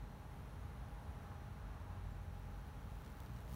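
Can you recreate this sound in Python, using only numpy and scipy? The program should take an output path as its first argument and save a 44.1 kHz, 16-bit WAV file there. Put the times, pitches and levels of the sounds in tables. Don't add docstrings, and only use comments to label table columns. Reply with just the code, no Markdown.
import sys
import numpy as np
from scipy import signal
from scipy.fft import rfft, irfft
from scipy.io import wavfile

SR = 44100
rng = np.random.default_rng(int(sys.argv[2]) if len(sys.argv) > 2 else 0)


def wrap_up_sound(samples):
    columns = np.atleast_2d(samples).T
    tamed = np.clip(columns, -1, 1)
    steps = np.round(tamed * 32767).astype(np.int16)
    wavfile.write(sys.argv[1], SR, steps)


N = 156555

# time_s, beat_rate_hz
WINGBEAT = [(0, 54.5), (2.3, 55), (2.65, 56.5), (2.9, 54.5), (3.0, 62), (3.07, 61.3), (3.13, 57.5),
            (3.21, 62.5), (3.29, 58.5), (3.38, 58.8), (3.44, 53), (3.47, 55), (3.51, 62), (3.55, 66)]
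def wingbeats(downstroke_at_s=3.2028):
    beats = np.cumsum(in_time(WINGBEAT)) / SR
    return beats + 1 - np.interp(downstroke_at_s, seconds(), beats) % 1


# time_s, level_db
THROB_LEVEL = [(0, -61), (2.65, -62.5), (2.86, -50.5), (3.0, -58), (3.2, -66), (3.36, -46.5), (3.45, -62),
               (3.52, -45.5), (3.55, -48)]
THROB_HARMONICS = [-1.5, -5, -14, -20.5]
def wing_throb(sway_db=1.5):
    phase = 2 * np.pi * wingbeats()
    throb = sum(-from_db(db + sway_db * drift(12)) * np.cos(k * phase)
                for k, db in enumerate(THROB_HARMONICS, 1))
    return from_db(in_time(THROB_LEVEL)) * rms_one(throb)


# time_s, level_db
TICK_LEVEL = [(0, -84.5), (2.2, -81.5), (2.6, -77), (2.75, -77.5), (2.97, -73.5), (3.06, -74), (3.14, -73),
              (3.24, -72), (3.31, -74), (3.38, -72), (3.46, -74), (3.51, -68), (3.55, -64)]
# frequency_hz, density_db
WING_COLOUR = [(1200, -14), (3200, 3), (6000, -1.5), (8000, -2.5), (10000, -0.5), (13000, -1), (15500, 3)]
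def wing_ticks(decay_s=.0009, spread_db=1.2, upstroke_db=-3, rustle_db=-16):
    strokes = 2 * wingbeats()
    stroke = strokes.astype(int)
    age_s = (strokes - stroke) / (2 * in_time(WINGBEAT))
    accent_db = spread_db * rng.standard_normal(1000)[stroke] + upstroke_db * (stroke % 2)
    envelope = rms_one(from_db(accent_db) * np.exp(-age_s / decay_s) + from_db(rustle_db))
    return from_db(in_time(TICK_LEVEL)) * envelope * noise(WING_COLOUR)


# start_s, level_db, low_cut_hz
FLICKS = [(1.802, -68, 7000), (2.253, -66, 11000), (2.3945, -61, 11000), (2.511, -66, 11000),
          (2.5645, -64, 12000), (2.6765, -58.5, 11000), (2.954, -60, 10000), (3.020, -63, 7000),
          (3.101, -62, 8000), (3.171, -63, 7000), (3.2025, -51.5, 6000), (3.235, -61, 9000),
          (3.3705, -61, 6000), (3.405, -61, 7000), (3.495, -60, 5000), (3.542, -54, 6000)]
def wing_flicks():
    out, rasp = np.zeros(N), noise(WING_COLOUR)
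    for start_s, db, low_cut_hz in FLICKS:
        low_cut = signal.butter(2, low_cut_hz, "high", fs=SR, output="sos")
        envelope = snap(start_s, rise_s=.0005, decay_s=.0012)
        out += from_db(db) * envelope * rms_one(signal.sosfilt(low_cut, rasp))
    return out


# start_s, level_db
BRUSHES = [(3.0455, -61.5), (3.0605, -61.5), (3.076, -66), (3.202, -67.5), (3.2595, -63), (3.362, -65)]
# frequency_hz, density_db
BRUSH_COLOUR = [(1000, -25), (2500, -6), (3800, 0), (6000, -5), (9000, -11), (15000, -15)]
def leaf_brushes():
    envelope = sum(from_db(db) * snap(start_s, rise_s=.0018, decay_s=.0028) for start_s, db in BRUSHES)
    return envelope * noise(BRUSH_COLOUR)


def air_rush(closest_s=3.545, peak_db=-66, rise_db_per_s=130):
    level_db = peak_db - rise_db_per_s * np.abs(seconds() - closest_s)
    return from_db(level_db) * noise(WING_COLOUR)


# frequency_hz, density_db
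RUMBLE_COLOUR = [(20, -45), (32, -25), (44, -0.5), (60, -0.5), (80, -2), (105, -9), (140, -11), (180, -14),
                 (230, -19.5), (320, -24.5), (500, -37.5), (1000, -52.5)]
# time_s, level_db
BOOM_LEVEL = [(0, -62), (.45, -61), (.7, -72), (1.45, -68), (1.65, -50), (1.83, -59), (2.07, -49),
              (2.25, -54), (2.4, -51), (2.6, -62), (3.55, -70)]
# frequency_hz, density_db
TYRE_COLOUR = [(150, -6), (350, -2), (540, 0.5), (700, 1.5), (880, 2), (1150, 0), (1500, -2.5), (2100, -9),
               (3000, -13.5), (4200, -18), (4800, -23.5), (8000, -34.5)]
# time_s, level_db
TYRE_LEVEL = [(0, -63), (.5, -62), (.9, -61.8), (1.3, -61.5), (1.85, -62), (2.15, -62), (2.3, -63),
              (2.7, -61.5), (2.95, -62), (3.2, -61.5), (3.55, -61.5)]
def far_traffic(rumble_db=-52.3, sway_db=.5, boom_hz=47.8):
    rumble = from_db(rumble_db + sway_db * drift(1.2)) * noise(RUMBLE_COLOUR)
    boom = from_db(in_time(BOOM_LEVEL)) * tone(boom_hz)
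    tyres = from_db(in_time(TYRE_LEVEL)) * noise(TYRE_COLOUR)
    return rumble + boom + tyres


# nearest_s, half_length_s, pitch_hz, level_db
PASSES = [(0.27, 0.04, 900, -66.5), (0.79, 0.1, 1280, -70), (1.0, 0.06, 950, -67), (1.28, 0.095, 1200, -65),
          (1.71, 0.07, 1200, -66), (1.91, 0.06, 950, -62.5)]
def passing_cars(skirt_db_per_octave=-24):
    out = np.zeros(N)
    for nearest_s, half_length_s, hz, db in PASSES:
        band = [(hz * 2. ** octave, skirt_db_per_octave * abs(octave)) for octave in (-4, 0, 4)]
        swell = np.exp(-.5 * ((seconds() - nearest_s) / half_length_s) ** 2)
        out += from_db(db) * swell * noise(band)
    return out


# time_s, level_db
DRONE_LEVEL = [(0, -70), (.3, -63), (.58, -56), (.8, -65), (1.6, -58.5), (1.92, -49), (2.12, -56),
               (2.35, -53), (2.8, -61), (3.55, -67.5)]
# time_s, level_db
MAIN_NOTE_LEVEL = [(0, -71), (1.25, -68.5), (1.75, -70), (1.92, -66.5), (2.05, -70.5), (2.7, -72),
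                   (3.55, -72)]
# pitch_hz, level_db
HUM_PARTIALS = [(122.5, -65.5), (135, -64.5), (152.7, -65), (200.2, -68), (204.6, -74), (255.5, -72.5),
                (291, -78.5), (409.1, -75), (460.2, -77), (511.4, -80), (613.7, -75.5), (846, -79.5),
                (869, -80), (920, -82.5)]
# pitch_hz, level_db
WHINE_PARTIALS = [(3784, -94), (3833, -95), (3881, -95), (4192, -89.5), (5706, -99), (5803, -93),
                  (5905, -97), (6304, -100)]
# start_s, end_s, pitch_hz, level_db
TOP_NOTES = [(0, 1.5, 9787, -86), (1.2, 3.4, 9991, -88.8)]
def motor(drone_hz=89.7, main_note_hz=818.3, fade_s=.3):
    out = from_db(in_time(DRONE_LEVEL)) * tone(drone_hz)
    out += from_db(in_time(MAIN_NOTE_LEVEL)) * tone(main_note_hz)
    out += sum(from_db(db) * tone(hz) for hz, db in HUM_PARTIALS)
    out += sum(from_db(db) * tone(hz, sway_db=1.8) for hz, db in WHINE_PARTIALS)
    t = seconds()
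    for start_s, end_s, hz, db in TOP_NOTES:
        fade = np.clip(np.minimum(t - start_s, end_s - t) / fade_s, 0, 1)
        out += from_db(db) * fade * tone(hz, sway_db=.7)
    return out


# start_s, length_s, pitch_hz, level_db
INSECT_CALLS = [(.12, .13, 12020, -84), (.29, .17, 14450, -84.5), (.59, .1, 12220, -88),
                (.60, .1, 6550, -86), (.67, .14, 12100, -88), (2.04, .16, 7520, -87)]
def insects(rasp_hz=110):
    t, out = seconds(), np.zeros(N)
    for start_s, length_s, hz, db in INSECT_CALLS:
        swell = np.sin(np.pi * np.clip((t - start_s) / length_s, 0, 1))
        out += from_db(db) * swell * rms_one(drift(rasp_hz) * np.sin(2 * np.pi * hz * t))
    return out


# frequency_hz, density_db
HISS_COLOUR = [(2000, 7.5), (4800, -2.5), (5600, 6), (6500, 5), (7700, -6), (9000, 2), (9900, 1),
               (10300, -32), (11200, -5.5), (12200, 1.5), (15500, -5.5)]
def still_air(level_db=-78.5):
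    return from_db(level_db) * noise(HISS_COLOUR)


def from_db(db):
    return 10 ** (np.asarray(db) / 20)


def rms_one(x):
    return x / np.sqrt(np.mean(x ** 2) + 1e-20)


def seconds():
    return np.arange(N) / SR


def in_time(rows):
    return np.interp(seconds(), *np.transpose(rows))


def drift(rate_hz):
    hop, settle = 40, 2000
    pole = np.exp(-2 * np.pi * rate_hz * hop / SR)
    white = rng.standard_normal(N // hop + settle + 2)
    smooth = signal.lfilter([1], [1, -2 * pole, pole * pole], white)[settle:]
    return np.interp(np.arange(N) / hop, np.arange(len(smooth)), rms_one(smooth))


def noise(colour):
    hz, db = np.transpose(colour)
    bins_hz = np.maximum(np.arange(N // 2 + 1) * SR / N, 1)
    gain = from_db(np.interp(np.log(bins_hz), np.log(hz), db))
    return rms_one(irfft(rfft(rng.standard_normal(N)) * gain, N))


def tone(hz, sway_db=.73, wander_hz=.41):
    turns = np.cumsum(hz + wander_hz * drift(2.09)) / SR + rng.random()
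    return rms_one(np.sin(2 * np.pi * turns) * from_db(sway_db * drift(1.5)))


def snap(start_s, rise_s, decay_s):
    age_s = np.maximum(seconds() - start_s, 0)
    return np.minimum(age_s / rise_s, 1) * np.exp(-np.clip((age_s - rise_s) / decay_s, 0, 20))


def scene():
    moth = wing_throb() + wing_ticks() + wing_flicks() + leaf_brushes() + air_rush()
    garden = far_traffic() + passing_cars() + motor() + insects() + still_air()
    return (moth + garden)[None]


def record(dry, cutoff_hz=15750):
    return signal.sosfilt(signal.ellip(12, .1, 70, cutoff_hz, fs=SR, output="sos"), dry)


dry = scene()
out = record(dry)
wrap_up_sound(out)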